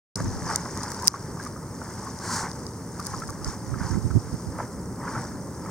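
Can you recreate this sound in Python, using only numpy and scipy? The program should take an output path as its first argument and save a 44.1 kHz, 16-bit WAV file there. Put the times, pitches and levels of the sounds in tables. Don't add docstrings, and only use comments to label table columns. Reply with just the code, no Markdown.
import sys
import numpy as np
from scipy import signal
from scipy.fft import rfft, irfft
from scipy.io import wavfile

SR = 44100
rng = np.random.default_rng(int(sys.argv[2]) if len(sys.argv) > 2 else 0)


def inscribe(sig):
    pcm = np.round(np.clip(np.atleast_2d(sig).T, -1, 1) * 32767)
    wavfile.write(sys.argv[1], SR, pcm.astype(np.int16))


N = 251370


def engine():
    # t/s, level/dB
    loudness = [(.15, -36), (1.5, -36.5), (3.3, -38), (4.2, -38), (5.0, -35)]
    # f/Hz, level/dB
    rumble_tone = [(15, -60), (25, -40), (35, -20), (46, -16.5), (62, -6.5), (105, -1), (170, -2.5),
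                   (250, -4), (440, -10.5), (600, -14), (720, -34.5), (900, -26), (1400, -76)]
    # f/Hz, level/dB compared with the rumble
    hums = [(118.4, -17), (177.6, -13)]
    level_db, = in_time(loudness)
    rumble = at_mics(rng.standard_normal(N), rumble_tone) * from_db(drift(15))
    wavering_time = np.cumsum(1 + .0065 * drift(3.67)) / SR
    hum = sum(np.sqrt(2) * np.sin(2 * np.pi * hz * wavering_time) * from_db(db + 3.5 * drift(3.2))
              for hz, db in hums)
    return from_db(level_db) * (rumble + hum)


def water_motion(spray_lag_s=.012):
    # t/s, level/dB
    lapping = [(.16, -43), (1.1, -43), (1.25, -48.5), (1.65, -52.5), (2.5, -47), (2.85, -50.5),
               (4.35, -47.5), (4.8, -53), (5.7, -50.5)]
    # crest t/s, wash level/dB, rise time/s, spray level/dB compared with the wash
    waves = [(0.512, -32, 0.038, -5), (0.834, -38.5, 0.11, -7), (1.056, -39, 0.017, 2),
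             (1.427, -52.5, 0.046, 5), (1.985, -45.5, 0.2, -2), (3.104, -43.5, 0.097, 0),
             (3.478, -38, 0.04, -3), (3.863, -36, 0.055, -7.5), (4.597, -40.5, 0.044, -11),
             (5.15, -37, 0.09, -8), (5.69, -40, .04, -17)]
    lapping_db, = in_time(lapping)
    churn = from_db(-35.5) * swell(2.283, rise_s=.051, fall_s=.056, hold_s=.13)
    wash_power = from_db(lapping_db) ** 2 + churn ** 2
    spray_power = from_db(lapping_db - 1) ** 2
    for s, db, rise_s, spray_db in waves:
        fall_s = 1.13 * rise_s
        wash_power += (from_db(db) * swell(s, rise_s, fall_s)) ** 2
        spray_power += (from_db(db + spray_db) * swell(s + spray_lag_s, rise_s, fall_s)) ** 2
    return np.sqrt(wash_power), np.sqrt(spray_power)


def hull_water(wash, spray, slosh_db=2):
    # f/Hz, level/dB
    wash_tone = [(250, -4), (450, 1), (590, -7), (700, -5), (870, 5.5), (1050, 4), (1250, -0.5),
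                 (1600, -1.5), (2000, -7), (2200, -12.5), (2550, -24), (3200, -24), (4400, -40)]
    # f/Hz, level/dB
    spray_tone = [(1800, -7.5), (3200, -16), (3950, -13.5), (4250, -7.5), (5200, 5), (6000, 4), (6500, 2.5),
                  (7000, -0.5), (7350, -4), (7700, -8.5), (8500, -1.5), (9400, -6.5), (10400, -19),
                  (15500, -24)]
    gurgle = bubbles(per_s=420, low_hz=540, high_hz=2410, cycles=23, spread_db=0)
    gurgle += 2.6 * rng.standard_normal(N)
    fizz = bubbles(per_s=1600, low_hz=3380, high_hz=12500, cycles=68, spread_db=8)
    fizz += 2.04 * rng.standard_normal(N)
    slosh = from_db(slosh_db * drift(6.9))
    return wash * slosh * at_mics(gurgle, wash_tone, near=True) + spray * at_mics(fizz, spray_tone)


def bubbles(per_s, low_hz, high_hz, cycles, spread_db, pitches=24):
    sizes = from_db(spread_db * np.minimum(rng.exponential(1, N), 3.5)) * rng.choice([-1, 1], N)
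    bursts = sizes * (rng.random(N) < per_s * from_db(3 * drift(8)) / SR)
    pitch_choice = rng.integers(0, pitches, N)
    return rms_one(sum(resonate(bursts * (pitch_choice == k), hz, np.log(1000) / np.pi * hz / cycles)
                       for k, hz in enumerate(np.geomspace(low_hz, high_hz, pitches))))


def splash():
    # f/Hz, level/dB
    tone = [(300, -20), (700, -15), (900, 5), (1250, 1), (1650, 1.5), (2200, -13), (2600, -22), (3700, -18),
            (4400, -3.5), (6400, -0.5), (7800, -4.5), (9400, -5.5), (10500, -22.5), (15500, -24)]
    sheet = swell(2.365, rise_s=.08, fall_s=.051) * from_db(-30 + drift(40))
    return sheet * at_mics(rng.standard_normal(N), tone, near=True, aside=.43)


def ticks(right_db=-2):
    # t/s, level/dB, time to fade 60 dB/s, hardness/(dB per octave)
    hits = [(.157, -18.5, 0.015, -1.5), (.5594, -3, .0024, 1.5), (.774, -22, 0.0051, 0),
            (.832, -27, 0.041, -2), (1.074, 3, 0.0017, 6.5), (1.0799, 9, 0.0037, -8),
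            (2.1886, -26, .005, -11), (2.515, -25.5, 0.006, -10), (2.6664, -22.5, 0.0038, -11),
            (3.0673, -20, 0.012, 8), (3.445, -20.5, 0.0087, -6)]
    # f/Hz, width/Hz, level/dB
    notes = [(5000, 600, 1), (6400, 700, -3), (8500, 600, -6), (9400, 500, -5), (13000, 4000, -23)]
    out, t = np.zeros((2, N)), np.arange(SR // 20) / SR
    treble_only = signal.butter(4, 4100, "high", fs=SR, output="sos")
    for s, db, fade_s, hardness in hits + showers():
        pressure = from_db(db - 60 * t / fade_s)
        contact = signal.sosfilt(treble_only, rng.choice([-1, 1], (2, len(t))) * pressure)
        ring = np.zeros_like(contact)
        for k, (hz, width_hz, note_db) in enumerate(notes):
            octaves_up = np.log2(hz / notes[0][0])
            ring += (-1) ** k * from_db(note_db + hardness * octaves_up) * resonate(contact, hz, width_hz)
        add(out, s, with_energy_of(pressure, ring))
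    return out * from_db([[0], [right_db]])


def showers(count=5, spread_db=3, fade_s=.0086, max_hardness=8):
    # start t/s, length/s, level/dB of a typical drop
    spells = [(0.818, 0.28, -26), (1.41, 0.11, -32.5), (2.978, 0.2, -28.5), (3.2, .11, -30.5)]
    return [(s + length * when, db + spread_db * (2 * size - 1), fade_s, max_hardness * hard)
            for s, length, db in spells for when, size, hard in rng.random((count, 3))]


def wind(eddies_per_s=21, swing_db=6, thump_s=.011):
    # peak t/s, level/dB, rise time/s, fall time/s, left minus right/dB
    gusts = [(.2, -29.5, 0.09, .2, 1.5), (3.25, -38.5, 0.11, 0.18, -4), (3.92, -24.5, 0.17, 0.22, -21),
             (4.9, -47.5, 0.69, 0.64, -6)]
    # t/s, level/dB, left minus right/dB
    thumps = [(0.278, -27, 2), (3.482, -23, -14), (3.975, -21.5, -16), (4.045, -23, -22),
              (4.166, -11.5, -13), (4.34, -24.5, -8), (4.481, -25.5, -20)]
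    # f/Hz, level/dB
    tone = [(20, -33), (50, -5), (100, 3), (180, -3.5), (260, -11.5), (360, -14.5), (480, -33.5),
            (700, -38), (1500, -63)]

    def aimed(db, pan_db):
        return from_db(db + np.minimum([[pan_db], [-pan_db]], 0))
    rumble = colour(rng.standard_normal((2, N)), tone)
    flutter = rms_one(from_db(swing_db * np.minimum(drift(eddies_per_s), 1)))
    strength = sum(aimed(db, pan_db) * swell(s, rise, fall) for s, db, rise, fall, pan_db in gusts)
    out = rumble * flutter * strength
    for s, db, pan_db in thumps:
        shape = swell(s, thump_s, thump_s)
        out += aimed(db, pan_db) * with_energy_of(shape, rumble * shape)
    return out


def plops(wash, fade_s=.043, rise_per_s=.9, splat_db=-12, splat_fade_s=.027, trail_db=-7):
    # t/s, level/dB, f/Hz
    big_plops = [(0.467, -27, 1020), (1.031, -24, 985), (1.141, -21, 1094), (1.398, -31.5, 1590),
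                 (1.463, -28, 1200), (1.562, -33.5, 1230), (2.07, -26.5, 1075), (2.996, -26, 1184),
                 (3.138, -24.5, 1038), (3.22, -24, 1330), (3.289, -27.5, 1147), (3.74, -27.5, 1290),
                 (5.076, -26.5, 1420), (5.151, -24.5, 1330)]
    out, t = np.zeros(N), np.arange(SR // 8) / SR
    rising_time = t * (1 + rise_per_s * t / 2)
    fade = from_db(-60 * t / fade_s)
    for s, db, hz in big_plops + small_plops(wash):
        phase = 2 * np.pi * hz * rising_time
        splat = rms_one(resonate(rng.standard_normal(len(t)), hz, hz))
        splat *= from_db(splat_db - 60 * t / splat_fade_s)
        add(out, s, from_db(db) * (np.sin(phase) * fade + splat))
        for delay_s, pitch_ratio in rng.uniform([.002, .8], [.018, 1.25], size=(3, 2)):
            add(out, s + delay_s, from_db(db + trail_db) * np.sin(phase * pitch_ratio) * fade ** 2)
    return muffle(out, 2100)


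def small_plops(wash, count=20, typical_db=-36, spread_db=3, typical_hz=1250, spread_octaves=.303):
    wash_db = 20 * np.log10(wash)
    level_db = typical_db + .26 * (wash_db - wash_db.mean())
    return [(when * N / SR,
             level_db[int(when * N)] - spread_db * (2 * softness - 1),
             typical_hz * 2 ** (spread_octaves * (2 * pitch - 1)))
            for when, softness, pitch in rng.random((count, 3))]


def slaps(fade_s=.034):
    # t/s, peak level/dB
    smacks = [(.199, -22), (0.655, -26), (1.815, -28.5), (4.586, -22.5), (4.601, -18), (4.631, -29)]
    out, t = np.zeros(N), np.arange(SR // 8) / SR
    for s, db in smacks:
        push = rng.standard_normal(len(t)) * from_db(-60 * t / fade_s)
        panels = resonate(push, 580, 150) - .88 * resonate(push, 1070, 310)
        panels += .67 * resonate(push, 1480, 450)
        knock = muffle(panels, 2000)
        add(out, s, from_db(db) * knock / np.abs(knock).max())
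    return out


def droplets(spray, below_spray_db=7):
    drops = [bubbles(per_s=40, low_hz=4800, high_hz=8800, cycles=45, spread_db=2.5) for side in range(2)]
    return spray * from_db(-below_spray_db) * np.array(drops)


def open_sea(sea_db=-49, hiss_db=-52.5):
    # f/Hz, level/dB
    sea_tone = [(350, -22), (700, 4), (900, 7.5), (1350, 2), (1600, -4), (2100, -10), (2550, -34),
                (3200, -42), (4200, -60)]
    # f/Hz, level/dB
    hiss_tone = [(2000, -40), (3300, -31), (4100, -41), (4500, -19), (5100, -7), (6500, 0), (7500, 0.5),
                 (8600, 7.5), (9500, 5), (10400, -6), (15500, -5.5)]
    rush = from_db(sea_db) * at_mics(rng.standard_normal(N), sea_tone)
    return rush + from_db(hiss_db) * at_mics(rng.standard_normal(N), hiss_tone)


def at_mics(x, tone, near=False, aside=1):
    # f/Hz, likeness from 0 to 1
    far_likeness = [(50, .92), (130, .98), (600, .95), (1500, .9), (2600, .97), (3300, .95), (5000, .68),
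                    (7000, .55), (9500, .5), (13000, .1)]
    # f/Hz, likeness from 0 to 1
    near_likeness = [(600, .995), (3100, .995), (5000, .8), (9500, .8), (13000, .4)]
    # f/Hz, phase/radians
    lead = [(500, -0.041), (3800, 0.4), (4650, 1.07), (5050, 1.26), (5600, 0.99), (6600, 0.75),
            (9500, 1.56)]
    # f/Hz, level/dB
    tilt = [(500, 0), (3500, -0.5), (4400, -7.5), (5200, 5.5), (6500, 4), (7400, 0), (8700, 1.5),
            (12000, 0)]
    alike = np.clip(in_frequency(near_likeness if near else far_likeness), 0, .999)
    sides = np.array([[1], [-1]])
    common = np.sqrt(1 + alike) * rfft(rms_one(x))
    scattered = sides * np.sqrt(1 - alike) * rfft(rng.standard_normal(N))
    lean = aside * sides / 2
    direction = from_db(lean * in_frequency(tilt)) * np.exp(1j * lean * in_frequency(lead))
    return colour(irfft((common + scattered) * direction, N), tone)


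def from_db(db):
    return 10 ** (np.asarray(db) / 20)


def rms_one(x):
    return x / np.sqrt(np.mean(x ** 2) + 1e-20)


def with_energy_of(source, sound):
    return sound * np.linalg.norm(source) / np.linalg.norm(sound, axis=1, keepdims=True)


def in_time(rows):
    s, *columns = np.transpose(rows)
    return [np.interp(np.arange(N) / SR, s, c) for c in columns]


def in_frequency(points):
    hz, value = np.transpose(points)
    return np.interp(np.log(np.arange(N // 2 + 1) * SR / N + 1), np.log(hz), value)


def colour(x, tone):
    return rms_one(irfft(rfft(x) * from_db(in_frequency(tone)), N))


def drift(rate_hz):
    step = 40
    r = np.exp(-2 * np.pi * rate_hz * step / SR)
    slow = signal.lfilter([1], [1, -2 * r, r * r], rng.standard_normal(N // step + 2002))[2000:]
    return np.interp(np.arange(N) / step, np.arange(len(slow)), rms_one(slow))


def swell(s, rise_s, fall_s, hold_s=0):
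    t = np.arange(N) / SR - s
    t = t - np.clip(t, 0, hold_s)
    return np.exp(-.5 * np.minimum((t / np.where(t < 0, rise_s, fall_s)) ** 2, 100))


def resonate(x, hz, width_hz):
    r = np.exp(-np.pi * width_hz / SR)
    feedback = [1, -2 * r * np.cos(2 * np.pi * hz / SR), r * r]
    return signal.lfilter(np.array([1, 0, -1]) * (1 - r * r) / 2, feedback, x + 1e-18)


def muffle(x, hz):
    return signal.sosfilt(signal.butter(6, hz, fs=SR, output="sos"), x)


def add(out, s, sound):
    i = max(round(s * SR), 0)
    out[..., i:i + sound.shape[-1]] += sound[..., :max(N - i, 0)]


def scene(start_s=.1555):
    switched_on = np.clip((np.arange(N) / SR - start_s) / .002, 0, 1)
    wash, spray = water_motion()
    return switched_on * (engine() + hull_water(wash, spray) + open_sea() + splash() + droplets(spray)
                          + plops(wash) + slaps() + ticks() + wind())


def record(dry, threshold_db=-13, release_db_per_s=45, cutoff_hz=15800):
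    power = signal.lfilter([.003], [1, -.997], np.mean(dry ** 2, axis=0))
    over_db = np.maximum(10 * np.log10(power + 1e-12) - threshold_db, 0)
    recovery_db = release_db_per_s * np.arange(N) / SR
    held_db = np.maximum.accumulate(over_db + recovery_db) - recovery_db
    gain = from_db(-signal.lfilter([.005], [1, -.995], held_db))
    clipped = np.clip(dry * gain, -.9, .9)
    return signal.sosfilt(signal.ellip(10, .1, 70, cutoff_hz, fs=SR, output="sos"), clipped)


dry = scene()
out = record(dry)
inscribe(out)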